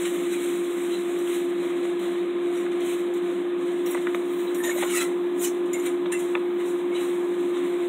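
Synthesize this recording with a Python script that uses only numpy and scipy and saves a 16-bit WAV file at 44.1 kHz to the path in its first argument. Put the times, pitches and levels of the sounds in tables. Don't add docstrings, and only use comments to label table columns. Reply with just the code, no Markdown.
import sys
import numpy as np
from scipy import signal
from scipy.fft import rfft, irfft, next_fast_len
from scipy.io import wavfile
from scipy.ndimage import uniform_filter1d, map_coordinates

SR = 44100
rng = np.random.default_rng(int(sys.argv[2]) if len(sys.argv) > 2 else 0)


def generate_wav(sig):
    pcm = np.round(np.clip(np.atleast_2d(sig).T, -1, 1) * 32767).astype(np.int16)
    wavfile.write(sys.argv[1], SR, pcm)


def ratio(d):
    e = np.asarray(d, float) / 20
    return 10 ** e


N = 347508
STEP = 32

# time_s, level_db
DRAUGHT = [
    (0, -56),
    (2.5, -52),
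    (4.6, -45),
    (7.88, -43),
]


def unit(x):
    return x / np.sqrt(np.mean(x ** 2) + 1e-20)


def along(points, hz):
    f, v = np.transpose(points)
    return np.interp(np.log(hz + 1), np.log(f + 1), v)


def curves(rows):
    s, *cols = np.transpose(rows)
    return [np.interp(np.arange(N) / SR, s, c) for c in cols]


def wobble(rate):
    knots = rng.standard_normal(int(N * rate / SR) + 4)
    return map_coordinates(knots, [np.arange(N) * rate / SR])


def filtered(x, response):
    m = next_fast_len(len(x) + 8192)
    return irfft(rfft(x, m) * response(np.fft.rfftfreq(m, 1 / SR)), m)[:len(x)]


def rush(spectrum, patchy_db, frames=8):
    z = signal.stft(rng.standard_normal(N), nperseg=512)[2]
    field = uniform_filter1d(rng.standard_normal(z.shape), size=3, axis=0)
    field = uniform_filter1d(field, size=int(frames), axis=1)
    x = signal.istft(z * ratio(patchy_db * unit(field)), nperseg=512)[1][:N]
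    return unit(filtered(x, lambda hz: ratio(along(spectrum, hz))))


def peak(f, hz, width):
    return 1j * f * width / (hz * hz - f * f + 1j * f * width)


def stroke(s, rise, fall, db):
    u = np.arange(0, N + STEP, STEP) / SR - s
    return ratio(db - 10 * np.where(u < 0, -u / rise, u / fall)) ** 2


def fridge():
    # time_s, pitch_hz, level_db
    tone_track = [
        (0, 349.2, -26.4),
        (.75, 349.15, -26.4),
        (2.25, 349.95, -25.7),
        (4.25, 351.65, -26.1),
        (5.25, 351.75, -25.9),
        (6.25, 352.1, -25.6),
        (6.75, 352.1, -25.5),
        (7.88, 351.7, -25.1),
    ]
    # centre_hz, width_hz, level_db
    cabinet = [(190, 31.6, -20.5), (215, 32, -25), (273.9, 16.6, -10.5), (297, 31, -14.5),
               (338.6, 25, -10.5), (367.3, 22, -17.5), (390.4, 22.3, -16.5), (511.2, 33.5, -21),
               (689, 39, -23), (1058, 91, -29), (1225, 51, -28), (1703, 70, -31)]
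    # frequency_hz, level_db per Hz
    air = [(250, -28.5), (420, -3), (446, -3.5), (692, -5), (910, -9), (1040, -6.5), (1480, -10.5),
           (2330, -11.5), (2750, -18), (3610, -14.5), (4020, -20.5), (4530, -54.5), (7820, -31),
           (15700, -50)]
    # frequency_hz, level_db per Hz
    rumble = [(15, -76.5), (25, -47), (59, -16.5), (150, -26), (177, 1), (198, -4), (241, -5), (250, 0),
              (320, -36), (550, -120)]
    # frequency_hz, level_db per Hz
    vent = [(500, -32), (750, -4.5), (850, -1.5), (1030, 1), (1150, -8), (1500, -30.5)]

    hz, db = curves(tone_track)
    turn = 2 * np.pi * np.cumsum(hz + 0.14 * wobble(6)) / SR
    ninth = ratio(-24 + 2.5 * wobble(2)) * np.sin(turn * 9 / 8)
    tone = np.sqrt(2) * ratio(db + 0.25 * wobble(6.6)) * (np.sin(turn) + ninth)

    def modes(f):
        return sum((-1) ** k * ratio(g) * peak(f, c, w) ** 2 for k, (c, w, g) in enumerate(cabinet))

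    boom = ratio(-36 + 0.45 * wobble(4)) * unit(filtered(rng.standard_normal(N), modes))
    draught = ratio(curves(DRAUGHT)[0] - 5.5) * rush(vent, patchy_db=2.0)
    fan_air = ratio(-43) * rush(air, patchy_db=1.4)
    return tone + boom + draught + fan_air + ratio(-50.5) * rush(rumble, patchy_db=0.2)


def fur():
    # peak_s, rise_s per 10 dB, fall_s per 10 dB, hiss_db, panel_over_hiss_db
    rolls = [(0.002, .05, .45, -43, 2), (.455, .1, .2, -43, 0), (.94, .45, .15, -47, -4),
             (1.12, .1, .4, -52, -2), (1.35, .13, .1, -42.5, 2), (1.63, .045, .4, -52.5, 6),
             (2.18, .2, .05, -60, 8), (2.58, .07, .09, -50, 6), (2.43, .03, .3, -59, 6),
             (2.905, .08, .085, -42.5, 4), (3.326, .2, .12, -54.5, 7), (3.63, .035, .6, -55, 6),
             (3.97, .03, .15, -51, 6), (4.4, .3, .3, -52, 5), (5.1, .1, .15, -57, 2),
             (6.3, .1, .065, -51.5, 4), (6.605, .018, .08, -53, 11), (6.67, .04, .12, -49, -3),
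             (7.01, .04, .14, -45, 3), (7.2, .05, .2, -57, 0), (7.39, .1, .25, -55, 6),
             (7.64, .2, 1.5, -55.5, 8)]
    # peak_s, rise_s per 10 dB, fall_s per 10 dB, hiss_db, panel_over_hiss_db
    swishes = [(.06, .02, .03, -38, 2), (.342, .06, .04, -42, 1), (1.855, .04, .07, -49, 5),
               (.94, .06, .05, -53, 13), (2.82, .03, .03, -56, 15), (5.55, .03, .08, -56, 0),
               (5.92, .03, .07, -55, 0), (3.922, .04, .025, -44, -9), (4.79, .03, .07, -36.5, -2),
               (4.831, .03, .03, -47, 15), (4.9, .06, .05, -42, 5), (4.975, .065, .04, -29.5, -2),
               (5.02, .04, .025, -30.5, -1), (5.45, .03, .027, -29, -5), (4.8, .04, .03, -41, -2),
               (5.83, .1, .05, -51, 0), (5.868, .03, .028, -41.5, 4), (6.208, .04, .07, -45, -1),
               (6.96, .02, .05, -48, 8), (7.56, .03, .05, -56, 13), (4.7, .02, .03, -38, 3)]
    # start_s, fall_s per 10 dB, hiss_db, brightness_db, panel_over_hiss_db
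    grips = [
        (1.994, .22, -51, -5, 7),
        (2.72, .04, -54, -14, 10),
        (3.14, .06, -51, -4, 3),
        (3.863, .1, -46.5, -1, 6),
        (4.15, .08, -54, -2, 4),
        (4.547, .05, -46, -1, 2),
        (4.638, .08, -37, -8, 1),
        (5.661, .03, -56, -11, 5),
        (5.734, .05, -44, -5, 2),
        (6.121, .03, -37, -12, -1),
    ]
    # frequency_hz, level_db per Hz
    hiss = [(3500, -31.5), (4500, -11.5), (5500, -9), (6300, -8), (7450, -1), (8740, -1.5), (9600, -5),
            (10500, -11.5), (13600, -34.5)]
    # frequency_hz, level_db per Hz
    sheen = [(8500, -32), (9900, -5), (10900, 1), (12800, -3), (14500, -3.5), (15700, -5), (17000, -8.5)]
    # frequency_hz, level_db per Hz
    panel_body = [(530, -50), (900, -16.5), (1330, -5.5), (1760, -7), (2000, -3), (2060, -2.5), (2780, -8),
                  (3880, -6), (4600, -21.5), (5980, -57), (10100, -120)]
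    rest_db, rest_bright_db, body_rest_db = -81, -11, -51

    moves = []  # power, brightness in dB, panel over hiss in dB
    for s, rise, fall, db, over in rolls:
        moves.append((stroke(s, rise, fall, db), -6.3 + .22 * (db + 50), over))
    for s, rise, fall, db, over in swishes:
        moves.append((stroke(s, rise, fall, db), -7.5 - .5 * over, over))
    for s, fall, db, bright, over in grips:
        moves.append((stroke(s, .003, fall, db), bright, over))

    def full(v):
        return np.interp(np.arange(N), STEP * np.arange(len(v)), v)

    rest_power = ratio(rest_db) ** 2
    power = rest_power + sum(p for p, _, _ in moves)
    hiss_db = full(10 * np.log10(power))
    bright_db = full((rest_power * rest_bright_db + sum(p * bright for p, bright, _ in moves)) / power)
    still_body = ratio(body_rest_db - .9 * (curves(DRAUGHT)[0] + 52))
    body = np.sqrt(still_body ** 2 + full(sum(p * ratio(over) ** 2 for p, _, over in moves)))
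    hard = np.clip((hiss_db + 47) / 14, 0, .9)
    flicker = 1.25 * wobble(40) + 0.55 * wobble(300) + 1.5 * hard * wobble(120)

    def layer(colour):
        smooth = np.sqrt(1 - hard) * rush(colour, patchy_db=1.5)
        return smooth + np.sqrt(hard) * rush(colour, patchy_db=4.5, frames=7)

    high = layer(hiss) + ratio(bright_db) * layer(sheen)
    return ratio(hiss_db + flicker) * high + body * ratio(.7 * flicker) * layer(panel_body)


def pings():
    # start_s, fall_s,
    # pitch_hz, level_db
    mode_rings = [(.052, .012, 2300, -36), (.054, .012, 3950, -38), (3.86, .012, 5600, -43),
                  (3.947, .008, 2000, -34), (3.951, .008, 950, -33), (3.908, .012, 10900, -40),
                  (3.912, .01, 15200, -42), (3.912, .015, 7800, -45), (3.975, .008, 1950, -39),
                  (4.071, .008, 1850, -33), (4.149, .005, 3700, -36), (4.15, .006, 12200, -48),
                  (4.603, .02, 1780, -35), (4.637, .02, 1840, -32), (4.655, .014, 1870, -35),
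                  (4.672, .012, 1820, -33), (4.694, .012, 1800, -31), (4.642, .015, 3750, -37),
                  (4.71, .03, 2200, -37), (4.825, .006, 850, -30), (4.832, .015, 620, -32),
                  (4.9, .015, 2230, -36), (4.91, .015, 2950, -37), (4.935, .02, 2230, -35),
                  (5.018, .012, 2030, -30), (5.05, .035, 2030, -42), (5.393, .014, 7050, -39),
                  (5.432, .01, 8700, -35), (5.445, .012, 7300, -32), (5.443, .03, 2950, -39),
                  (5.732, .015, 7000, -33), (5.74, .045, 2150, -40), (5.862, .006, 11700, -40),
                  (5.86, .025, 8900, -43), (5.865, .02, 2300, -38), (5.865, .015, 3800, -43),
                  (6.062, .006, 3700, -37), (6.135, .05, 2050, -41), (6.122, .025, 2700, -38),
                  (6.15, .02, 2700, -40), (6.19, .02, 7150, -45), (6.349, .004, 1250, -30),
                  (6.357, .006, 1250, -28), (6.352, .008, 600, -35), (6.352, .003, 2250, -29),
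                  (6.354, .004, 1650, -33), (6.92, .03, 2200, -42), (6.95, .05, 3900, -45),
                  (6.96, .04, 2950, -45)]
    rise_s, wander_share = .0015, .008

    out, t = np.zeros(N + SR), np.arange(SR // 4) / SR
    wander, rough = wobble(300), ratio(3 * wobble(250))
    for s, fall, hz, db in mode_rings:
        start = round(s * SR)
        turn = 2 * np.pi * hz * np.cumsum(1 + wander_share * wander[start:][:len(t)]) / SR
        envelope = np.minimum(t / rise_s, 1) * np.exp(-(t / fall) ** 1.5)
        out[start:][:len(t)] += np.sqrt(2) * ratio(db) * envelope * np.sin(turn)
    return out[:N] * rough


def taps():
    # start_s, peak_db, low_modes_db, high_modes_db
    knocks = [(0.053, -29, -23, 4.5), (1.16, -28, -13, -17), (1.274, -27, -17, 1), (1.849, -25, -6, -19),
              (2.155, -25, -15, -16), (2.663, -23, -23, -22), (3.946, -19, -9, -24), (3.974, -24, -9, -23),
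              (4.069, -12, -20, -19), (4.146, -11, -18, -17), (4.781, -23, -2, -16), (4.509, -27, -10, -20),
              (4.824, -18, -3.5, -13), (4.833, -17, -8, -14), (6.058, -24, -8, -4), (6.352, -12, -12, -7),
              (6.366, -24, -14, -12), (7.569, -24, -21, -7)]
    # pitch_hz, level_db
    wood_modes = [(480, -3.5), (590, -2.5), (700, -3), (800, -3), (1000, 0.5), (1240, 1.5), (1450, -2),
                  (1670, 1.5), (1950, -1), (2180, 1), (2400, -1), (2800, -1), (3300, 0), (3700, -9)]
    t60_s, rise_s = .032, .00092

    out, t = np.zeros(N + SR), np.arange(SR // 5) / SR
    hz, level = np.transpose(wood_modes)
    sign = (-1) ** np.arange(len(hz))
    for s, db, low_db, high_db in knocks:
        chance = rng.standard_normal((2, len(hz)))
        tilt = np.interp(hz, [800, 1200, 2200, 2820], [low_db + 9.5, 0, 0, high_db + 7.5])
        fade = ratio(-60 * t[:, None] / t60_s * (hz / 1200) ** 0.57)
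        swing = np.sin(2 * np.pi * t[:, None] * hz * (1 + 0.037 * chance[0]))
        ring = (fade * swing) @ (sign * ratio(level + tilt + 1.8 * chance[1]))
        attack = np.sin(np.pi / 2 * np.minimum(t / rise_s, 1)) ** 2
        out[round(s * SR):][:len(t)] += ratio(db - 14) * attack * ring
    out = out[:N]
    near_echo = ratio(-8.5) * np.roll(out, round(0.00347 * SR))
    return out + near_echo + ratio(-16) * np.roll(out, round(.022 * SR))


def wipes():
    # peak_s, rise_s, fall_s, centre_hz, level_db
    brushes = [(4.4, .12, .12, 15200, -54), (4.655, .015, .02, 12500, -41), (4.6, .04, .03, 9000, -46),
               (4.6, .05, .04, 13500, -52), (4.98, .07, .055, 4900, -35), (5.455, .03, .04, 4900, -35),
               (4.76, .05, .08, 13800, -49), (4.85, .04, .04, 14000, -48), (5.422, .022, .015, 13500, -42),
               (5.445, .015, .025, 11500, -40), (5.455, .03, .04, 6200, -36),
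               (5.855, .025, .02, 13000, -51), (3.89, .03, .04, 14000, -47), (6.97, .04, .07, 2600, -47),
               (6.126, .005, .025, 1800, -38), (6.063, .003, .006, 3600, -41), (4.83, .006, .01, 1900, -31),
               (.058, .005, .012, 3900, -40), (6.205, .02, .012, 12000, -53)]

    out, u = np.zeros(N), np.arange(-SR // 2, SR // 2) / SR
    for s, rise, fall, hz, db in brushes:
        noise = rng.standard_normal(len(u))
        band = unit(filtered(noise, lambda f: peak(f, hz, .25 * hz) ** 2))
        swell = np.exp(-(u / np.where(u < 0, rise, fall)) ** 2)
        part = out[round(s * SR) - SR // 2:][:len(u)]
        part += (ratio(db) * swell * band)[:len(part)]
    return out


def paws():
    # start_s, peak_db, brightness_db
    scuffs = [(0.3297, -32.5, -18.5), (1.1884, -32, -13), (1.9924, -37.5, -8.5), (2.7157, -44, -21),
              (2.805, -35, -17), (2.8554, -38, -13), (3.137, -37.5, -13.5), (3.8596, -29, -8.5),
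              (3.944, -34.5, -18.5), (4.145, -33, -12), (4.5451, -28, -9.5), (4.6355, -24, -22),
              (4.6738, -24, -19.5), (4.9004, -26, -13), (5.658, -44, -21), (5.732, -26, -19),
              (5.796, -33, -16), (5.8606, -28, -20), (6.1213, -27, -18), (6.2044, -33, -16),
              (4.9284, -26, -18), (6.19, -34, -18), (7.5725, -40, -20)]
    t60_s, rise_s = .057, .00069

    out, t = np.zeros(N + SR), np.arange(SR // 4) / SR
    bands = np.arange(0, SR / 2, 250)
    for s, db, bright_db in scuffs:
        colour = [(1200, -32.5), (2500, -10), (4100, -8.5), (4700, -20.5), (5500, -1.5), (7300, 2.5), (10000, -7),
                  (12000, bright_db + 8), (14500, bright_db + 10), (16000, bright_db + 8)]
        streaks = rng.standard_normal(len(bands))

        def response(f):
            return ratio(along(colour, f) + 4.5 * np.interp(f, bands, streaks))

        puff = unit(filtered(rng.standard_normal(len(t)), response))
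        out[round(s * SR):][:len(t)] += ratio(db - 10 - 60 * t / t60_s) * np.minimum(t / rise_s, 1) * puff
    return out[:N]


def claws():
    # peak_s, fall_s, pitch_hz, level_db
    scrapes = [(.34, .032, 3900, -46), (.452, .2, 2250, -50), (.95, .04, 3960, -45), (2.58, .03, 5800, -54),
               (3.916, .008, 14000, -41), (3.947, .003, 8600, -36), (4.48, .015, 3900, -43),
               (4.66, .035, 7000, -37), (4.7, .015, 6900, -39), (4.665, .02, 9200, -42),
               (4.6, .04, 11400, -48), (4.75, .03, 13300, -46), (4.8, .02, 9600, -42),
               (4.87, .03, 7100, -42), (4.91, .015, 9000, -40), (4.96, .03, 9300, -40),
               (5.02, .015, 9500, -38), (4.95, .02, 7000, -37), (4.635, .02, 930, -38),
               (4.68, .015, 600, -37), (4.765, .015, 600, -37), (4.86, .02, 1050, -39),
               (4.71, .026, 11400, -45), (4.82, .04, 2200, -42), (4.97, .045, 1950, -32),
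               (4.95, .03, 1300, -39), (5.01, .03, 1350, -36), (5.0, .035, 4000, -36),
               (4.99, .03, 7800, -35), (5.8, .02, 7040, -46), (5.79, .02, 11400, -50),
               (5.01, .02, 3350, -40), (6.3535, .003, 2600, -31.5)]
    # start_s, level_db, place (0 middle to 1 rim)
    strikes = [
        (3.865, -45, 1),
        (3.915, -49, 1),
        (4.55, -48, .9),
        (4.64, -42, .2),
        (5.735, -42, 0),
        (5.866, -47, .1),
        (6.126, -36, 0),
    ]
    # pitch_hz, middle_hit_db, rim_hit_db
    panel = [(2050, -5, -12), (2700, -8, -14), (5750, -16, 1), (7200, 1, -10), (8900, -1, -10),
             (11500, -8, -8), (14600, -10, -5)]

    out, t = np.zeros(N + SR), np.arange(3 * SR) / SR
    rows = [(s, .7 * fall, fall, hz, db) for s, fall, hz, db in scrapes]
    chance = rng.standard_normal((len(strikes), len(panel), 2))
    for (s, db, place), luck in zip(strikes, chance):
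        for (hz, middle, rim), (a, b) in zip(panel, luck):
            fall = .05 / (1 + (2 * hz / 16000) ** 2)
            level = db + middle + place * (rim - middle) + 1.5 * b
            rows.append((s, .003, fall, hz * (1 + .01 * a), level))
    for s, rise, fall, hz, db in rows:
        u = t[:round((3 * rise + 6 * fall) * SR)] - min(3 * rise, s)
        swell = np.where(u < 0, np.exp(-(u / rise) ** 2), np.exp(-np.abs(u) / fall))
        noise = rng.standard_normal(len(u))
        ring = unit(filtered(noise, lambda f: peak(f, hz, 60 + .025 * hz) ** 2))
        out[max(round((s - 3 * rise) * SR), 0):][:len(u)] += ratio(db) * swell * ring
    return out[:N]


def scene():
    return (fridge() + fur() + pings() + taps() + wipes() + paws() + claws())[None]


def starved(x, busy_db, loud_db, share):
    # low_hz, high_hz
    weak_bands = [(4330, 4700), (4700, 5080)]

    hz, _, z = signal.stft(x, SR, nperseg=1024)
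    gain = np.ones(z.shape)
    treble = np.sqrt(np.sum(abs(z[(hz > 5500) & (hz < 10000)]) ** 2, axis=0))
    for low, high in weak_bands:
        luck = np.repeat(rng.random(z.shape[1]), 3)[:z.shape[1]]
        masked = (treble > ratio(busy_db)) & (luck < .9)
        empty = (treble < ratio(loud_db)) & ((luck < share) | masked)
        gain[(hz > low) & (hz < high)] = np.where(empty, ratio(-23), 1)
    return signal.istft(z * gain, SR, nperseg=1024)[1][:N]


def roll_off(x):
    return signal.sosfilt(signal.butter(12, 16200, fs=SR, output="sos"), x)


def record(dry):
    # frequency_hz, level_db
    notch = [(30, -7.5), (120, 0), (4030, 0), (4130, -4), (4270, -4.5), (4340, -16.5), (4900, -15),
             (5350, -11.5), (5480, -7.5), (6200, 0)]
    top_hz = 15730

    heard = filtered(dry[0], lambda hz: ratio(along(notch, hz)) * (hz < top_hz))
    mix = starved(heard, busy_db=-52, loud_db=-36, share=.55)[None]
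    return roll_off(mix)


dry = scene()
out = record(dry)
generate_wav(out)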